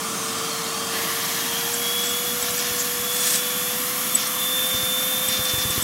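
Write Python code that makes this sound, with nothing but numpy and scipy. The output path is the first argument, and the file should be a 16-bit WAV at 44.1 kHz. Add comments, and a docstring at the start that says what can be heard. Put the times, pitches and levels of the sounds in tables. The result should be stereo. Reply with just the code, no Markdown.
"""A vacuum cleaner hums, whines and roars in a carpeted room, its open hose blowing hollow.
The hose seats on a toy engine of plastic bricks: the choked motor climbs, and its tones swell and fade
through the room's standing waves. Air hisses through the gaps between the bricks. A hand nudges the
flywheel: the slide valve squeaks and gushes, and the piston knocks, faintly at first, then harder."""
import sys
import numpy as np
from scipy import signal
from scipy.fft import rfft, irfft
from scipy.io import wavfile

SR = 44100
rng = np.random.default_rng(int(sys.argv[2]) if len(sys.argv) > 2 else 0)


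def transcribe(signal):
    """Save signal, clipped to [-1, 1], as a 16-bit WAV file at the path in sys.argv[1]."""
    frames = np.atleast_2d(signal).T
    limited = np.clip(frames, -1, 1)
    pcm = np.round(limited * 32767).astype(np.int16)
    wavfile.write(sys.argv[1], SR, pcm)


N = 257103
TIME = np.arange(N) / SR
FREQS = np.fft.rfftfreq(N, 1 / SR)
SEAT_S, SEALED_S = 0.883, 1.7  # hose meets the engine, is sealed

# motor shaft speed: t/s, f/Hz
SHAFT_SPEED = [(0.0, 447.7), (0.35, 453.6), (1.02, 456.8), (1.5, 465.9), (2.02, 480.9), (2.37, 486.7),
               (2.98, 486.4), (3.25, 493.2), (3.78, 493.6), (4.13, 502.0), (4.32, 501.0), (4.68, 509.2),
               (4.88, 506.5), (5.29, 510.6), (5.42, 507.2), (5.83, 502.6)]
# resonances of the brick cylinder and its ports: f/Hz, width/Hz, gain/dB
CYLINDER_MODES = [(1714, 200, 7.5), (1984, 120, 4), (2640, 128, -4), (2870, 240, 0.5), (5140, 200, 1.5),
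                  (5550, 220, 4.5), (5980, 160, 3.5), (6860, 220, 8.5), (7590, 210, -10), (9840, 120, 6),
                  (10970, 110, 2), (11700, 90, -3)]


def motor(blades=7, jitter=0.00059, flutter_db=1.0, skirt_db=-47, skirt_follow=0.38):
    """Shaft hum and blade whine on one speed; unsteady air gives the whine a fuzzy skirt."""
    # faint overtones: multiple of shaft rate, level/dB re hum
    overtones = [(2, -43), (14, -9.5), (23, -32)]
    # slow drift of the whine: t/s, gain/dB
    whine_drift = [(.5, -1), (2.0, -0.5), (3.7, 2), (4.4, 2), (5.0, .5), (5.8, -1.5)]
    speed_hz = curve(SHAFT_SPEED)
    shaft_hz = speed_hz * (1 + jitter * wander(23))
    phase = 2 * np.pi * np.cumsum(shaft_hz) / SR
    hum = np.sqrt(2) * np.sin(phase)
    for order, db in overtones:
        hum += amp(db) * fuzzy_tone(round(order) * shaft_hz, width_hz=26)
    hum *= amp(standing_wave_db(speed_hz, floor_db=-41))
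    whine_db = standing_wave_db(blades * speed_hz, floor_db=-48.5) + curve(whine_drift)
    whine = np.sqrt(2) * np.sin(blades * phase) * amp(whine_db + flutter_db * wander(16))
    # the skirt swells less than the tone: a weak whine is breathy, a strong one pure
    skirt_gain = amp(skirt_db + skirt_follow * (whine_db - whine_db.mean()))
    return hum + whine + skirt_gain * fuzzy_tone(blades * shaft_hz, width_hz=200)


def brick_gaps(gush, rise_s=0.1, mean_speed_db=-28, db_per_hz=0.0992, sag=10, flutter_db=0.47):
    """Suction hiss: starts as the hose seats, grows with motor speed, sags while the valve gushes."""
    # gap spectrum: f/Hz, relative level/dB
    colour = [(300, -61), (1000, -22), (1800, -10.5), (3200, -3), (4500, -17.5), (5700, -9.5), (7500, -11),
              (10400, -5), (11000, 0.5), (12000, 3), (13000, -1), (13900, -8), (15600, -5)]
    speed_hz = curve(SHAFT_SPEED)
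    seated = np.clip((TIME - SEAT_S) / rise_s, 0, 1)
    suction = seated * amp(mean_speed_db + db_per_hz * (speed_hz - speed_hz.mean())) / (1 + sag * gush)
    return suction * turbulence(colour, CYLINDER_MODES) * amp(flutter_db * wander(28))


def valve_gush():
    """Gain of the air bursts as the slide valve opens."""
    # openings: t/s, time open/s, level/dB
    openings = [(2.03, 0.078, -32.5), (2.42, 0.066, -32), (2.57, 0.091, -31.5), (2.77, .05, -42),
                (4.15, .12, -31), (4.73, 0.096, -34.5), (5.28, .11, -30.5), (5.445, 0.064, -30.5),
                (5.58, 0.048, -31), (5.7, 0.049, -32.5), (5.81, .03, -39)]
    return sum(amp(db) * swell(s, open_s, attack_s=.011, release_s=.02) for s, open_s, db in openings)


def valve_air(gush):
    """Air seeps through the shut valve and gushes through the open port."""
    # seepage: t/s, level/dB
    seep = [(0, -42), (.45, -35), (.88, -40), (1.2, -34.5), (1.7, -32.5), (2.2, -38.5), (2.75, -32.5),
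            (3.1, -38.5), (4.0, -38.5), (4.45, -55), (5.0, -48), (5.83, -36)]
    # port spectrum: f/Hz, relative level/dB
    colour = [(50, -42), (200, -21), (700, -7), (1500, -6), (2800, 3), (4500, 3), (6200, 3), (7200, -7.5),
              (9000, -24), (15000, -37)]
    return np.hypot(level(seep), gush) * turbulence(colour, CYLINDER_MODES)


def leak(level_db=-22):
    """A sharp leak opens while the flywheel is turned."""
    # jet spectrum: f/Hz, relative level/dB
    colour = [(600, -38), (1900, -9), (3400, -4), (4500, -3.5), (6700, -3.5), (7400, -1), (8200, 4.5),
              (9000, -3), (11000, -5), (15500, -9)]
    opening = swell(start_s=3.07, open_s=.29, attack_s=.21, release_s=.03)
    return amp(level_db) * opening * turbulence(colour, CYLINDER_MODES)


def valve_squeaks(full_db=-12, bend_hz=400, rough_per_db=.025, width_hz=220, rise_s=.008, stop_s=.003):
    """The sliding valve sings: strong squeaks are clean and bend up, weak ones rougher and flatter."""
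    # squeaks: t/s, length/s, level/dB, f/Hz
    squeaks = [(1.384, .049, -37, 6400), (1.516, 0.066, -32, 3160), (1.731, .017, -24.5, 7650),
               (2.033, 0.015, -25, 7730), (2.05, .063, -32, 7700), (2.423, 0.0094, -19, 7750),
               (2.503, .009, -28, 7650), (2.572, 0.03, -29.5, 7725), (2.777, 0.038, -29, 7450),
               (2.778, 0.049, -30, 6730), (4.144, 0.018, -14, 7870), (4.265, .015, -27, 8600),
               (5.282, 0.01, -18.5, 8070), (5.447, .011, -26, 8070), (5.584, .009, -27, 8050),
               (5.702, 0.0078, -21, 8000), (5.821, 0.008, -19.5, 8000)]
    out = np.zeros(N)
    pole = np.exp(-np.pi * width_hz / SR)
    for s, length_s, db, hz in squeaks:
        progress = np.linspace(0, 1, max(round(length_s * SR), 16))
        grit = signal.lfilter([1], [1, -pole], rng.standard_normal((len(progress), 2)) @ [1, 1j])
        rough = np.clip(rough_per_db * (full_db - db), 0, 1)
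        body = np.sqrt(1 - rough) + np.sqrt(rough) * grit / np.sqrt(np.mean(abs(grit) ** 2))
        pitch_hz = hz + bend_hz * amp(db - full_db) * (progress - .5)
        tone = (body * np.exp(2j * np.pi * np.cumsum(pitch_hz) / SR)).real
        rise = np.minimum(progress * length_s / min(rise_s, length_s / 2), 1) ** 1.5
        stop = np.minimum((1 - progress) * length_s / stop_s, 1)
        add(out, s, amp(db) * unit(tone) * rise * stop)
    return out


def piston_knocks(clack_db=-11, clack_t60_s=.025, highpass_hz=62):
    """The piston thumps the frame, whose bricks give a short clack."""
    # stroke ends: t/s, gain/dB
    knocks = [(2.04, -39), (2.119, -36), (2.429, -34), (2.501, -33), (2.711, -30), (2.997, -36),
              (4.743, -25.5), (4.831, -27.5), (5.285, -30.5), (5.392, -24.5), (5.536, -22), (5.581, -26),
              (5.652, -21), (5.699, -24), (5.778, -20), (5.825, -28)]
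    # modes of the frame on its base plate: f/Hz, gain/dB, t60/s
    frame_modes = [(92.5, -7.5, 0.066), (119, -3.5, 0.086), (242, -7.5, 0.034), (360, -1.5, 0.018),
                   (1150, -11, 0.026), (2300, -13, .012)]
    out, t = np.zeros(N), np.arange(SR // 5) / SR
    ring = sum(amp(db - 60 * t / t60_s) * np.sin(2 * np.pi * hz * t) for hz, db, t60_s in frame_modes)
    for s, db in knocks:
        clack = rng.standard_normal(len(t)) * amp(clack_db - 60 * t / clack_t60_s)
        add(out, s, amp(db) * (ring + clack))
    # so small a frame radiates no deep bass
    return signal.sosfilt(signal.butter(2, highpass_hz, "highpass", fs=SR, output="sos"), out)


def hose_whistles():
    """The open hose's resonances glide as it is brought up to the engine."""
    # hollow rush at the mouth, deeper as it closes: t/s, level/dB, f/Hz
    mouth = [(0, -41, 1168), (.5, -38.5, 1217), (.85, -38.5, 1155), (1.4, -50, 975), (1.7, -41, 850),
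             (1.8, -57, 840)]
    # breathy whistle across the edge: t/s, level/dB, f/Hz
    edge = [(.08, -52, 7000), (.22, -36, 6100), (.33, -44, 4930), (.58, -42, 4170), (.8, -40, 4600),
            (1.4, -54, 5860), (1.7, -44, 6030), (1.8, -62, 5980)]
    # thin, falling whistle as the hose is lifted: t/s, level/dB, f/Hz
    rim = [(0, -46, 9360), (.28, -38, 8500), (.45, -49, 7900), (.75, -60, 7800)]
    return sum(level(glide) * fuzzy_tone(curve(glide, column=2), width_hz)
               for glide, width_hz in [(mouth, 280), (edge, 380), (rim, 520)])


def hose_draught(level_db=-38.5, hold_s=1, release_s=0.67):
    """Low draught in the open hose, dying away as it is sealed."""
    # tube spectrum: f/Hz, relative level/dB
    colour = [(40, -28), (110, -8), (350, 0), (440, 0.5), (650, 1.5), (900, -1.5), (1400, -10.5),
              (3000, -27)]
    return amp(level_db) * np.exp(-np.maximum(TIME - hold_s, 0) / release_s) * turbulence(colour)


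def hose_seating(level_db=-30, fade_db_per_s=11.5):
    """Air squeezes past the rim: loudest as the hose seats, fading until it is sealed."""
    # rim spectrum: f/Hz, relative level/dB
    colour = [(60, -40), (300, 0), (900, -9), (1800, -3.5), (3200, -1.5), (4500, -3), (9000, -36),
              (15000, -30)]
    opening = swell(SEAT_S, SEALED_S - SEAT_S, attack_s=.06, release_s=.05)
    fade = amp(level_db - fade_db_per_s * (TIME - SEAT_S))
    return fade * opening * turbulence(colour, CYLINDER_MODES)


def exhaust(level_db=-29):
    """Steady roar of the cleaner's exhaust air."""
    # exhaust spectrum: f/Hz, relative level/dB
    colour = [(25, -58), (55, -21), (90, -10.5), (135, -10), (200, -4), (300, -5.5), (440, -9.5), (650, -9),
              (1200, -9), (1600, -7), (4500, -9.5), (6500, -5.5), (10500, -8.5), (14000, -15.5),
              (15700, -15)]
    # resonances of housing and hose: f/Hz, width/Hz, gain/dB
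    housing_modes = [(177.5, 35, 8.5), (242, 69, 5.5), (687, 45, 6.5), (1138, 215, 11), (1363, 130, 6),
                     (1690, 100, 1.5), (2260, 65, 3), (3460, 210, 6)]
    return amp(level_db) * turbulence(colour, housing_modes)


def standing_wave_db(hz, floor_db):
    """Level of a gliding tone, lifted wherever it meets a standing wave of the room."""
    # standing waves: f/Hz, width/Hz, level/dB
    waves = [(455.4, 6.8, -41), (482, 25, -38), (509.7, 8.9, -40), (3187, 35, -42), (3273, 62, -39.5),
             (3355, 55, -29), (3398, 7.1, -34), (3436.5, 34.3, -35.5), (3551.5, 59, -29), (3544, 19, -35)]
    power = sum(amp(db) ** 2 / (1 + (2 * (hz - centre) / width) ** 8) for centre, width, db in waves)
    return 10 * np.log10(amp(floor_db) ** 2 + power)


def hand_echo(x, echo_db=-16, delay_s=0.001117, sway=.15):
    """The moving hand reflects the hiss: faint ripples slide through its colour."""
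    swaying_delay_s = delay_s * np.exp(sway * wander(1.3))
    return x + amp(echo_db) * np.interp(TIME - swaying_delay_s, TIME, x)


def room(x, wet_db, t60_s=0.081, taps_per_s=2000, predelay_s=.002):
    """Sparse reflections from walls and floor, soon soaked up by the carpet."""
    t = np.arange(SR // 3) / SR
    taps = rng.choice([-1., 1.], len(t)) * (rng.random(len(t)) < taps_per_s / SR)
    taps *= (t > predelay_s) * amp(-60 * t / t60_s)
    return x + amp(wet_db) * signal.fftconvolve(x, taps / np.linalg.norm(taps))[:N]


def turbulence(colour, modes=()):
    """Air noise of rms 1 with a broad colour and the resonances of the cavity it passes."""
    hz, db = np.transpose(colour)
    colour_db = np.interp(np.log(FREQS + 1), np.log(hz), db)
    for centre_hz, width_hz, peak_db in modes:
        colour_db += peak_db / (1 + (2 * (FREQS - centre_hz) / width_hz) ** 2)
    return unit(irfft(rfft(rng.standard_normal(N)) * amp(colour_db), N))


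def fuzzy_tone(hz, width_hz):
    """Narrow noise band that follows the curve hz."""
    phase = 2 * np.pi * np.cumsum(hz) / SR
    return wander(width_hz / 2) * np.cos(phase) + wander(width_hz / 2) * np.sin(phase)


def wander(rate_hz):
    """Random drift of rms 1, up to about rate_hz."""
    return unit(irfft(rfft(rng.standard_normal(N)) / (1 + (FREQS / rate_hz) ** 4), N))


def swell(start_s, open_s, attack_s, release_s):
    """Gain of an air path that opens, holds and dies away."""
    t = TIME - start_s
    return np.clip(t / attack_s, 0, 1) * np.exp(-np.maximum(t - open_s, 0) / release_s)


def curve(rows, column=1):
    """Table column, interpolated linearly in time."""
    columns = np.transpose(rows)
    return np.interp(TIME, columns[0], columns[column])


def level(rows, margin_s=.1):
    """Gain along a dB curve, zero beyond its span plus a margin."""
    return amp(curve(rows)) * ((TIME > rows[0][0] - margin_s) & (TIME < rows[-1][0] + margin_s))


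def amp(db):
    """Decibels to gain."""
    return 10 ** (np.asarray(db) / 20)


def unit(x):
    """Scales to rms 1."""
    return x / np.sqrt(np.mean(x ** 2) + 1e-20)


def add(mix, start_s, sound):
    """Mixes a sound in at start_s."""
    part = mix[max(round(start_s * SR), 0):][:len(sound)]
    part += sound[:len(part)]


def scene(sputter_db=1.67):
    """All sources lie close together and reach both channels alike."""
    gush = valve_gush()
    air = exhaust() + brick_gaps(gush)
    # loose parts tremble in the stream and make the jets sputter
    air += (valve_air(gush) + leak()) * amp(sputter_db * wander(49))
    air += hose_whistles() + hose_draught() + hose_seating()
    air = room(hand_echo(air), wet_db=-10)
    engine = room(valve_squeaks() + piston_knocks(), wet_db=-13)
    mono = motor() + air + engine
    return np.array([mono, mono])


def record(dry, cutoff_hz=15790):
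    """Steep low-pass band limit."""
    lowpass = signal.firwin(1023, cutoff_hz, window=("kaiser", 9), fs=SR)
    return signal.oaconvolve(dry, lowpass[None], "same", axes=1)


dry = scene()
out = record(dry)
transcribe(out)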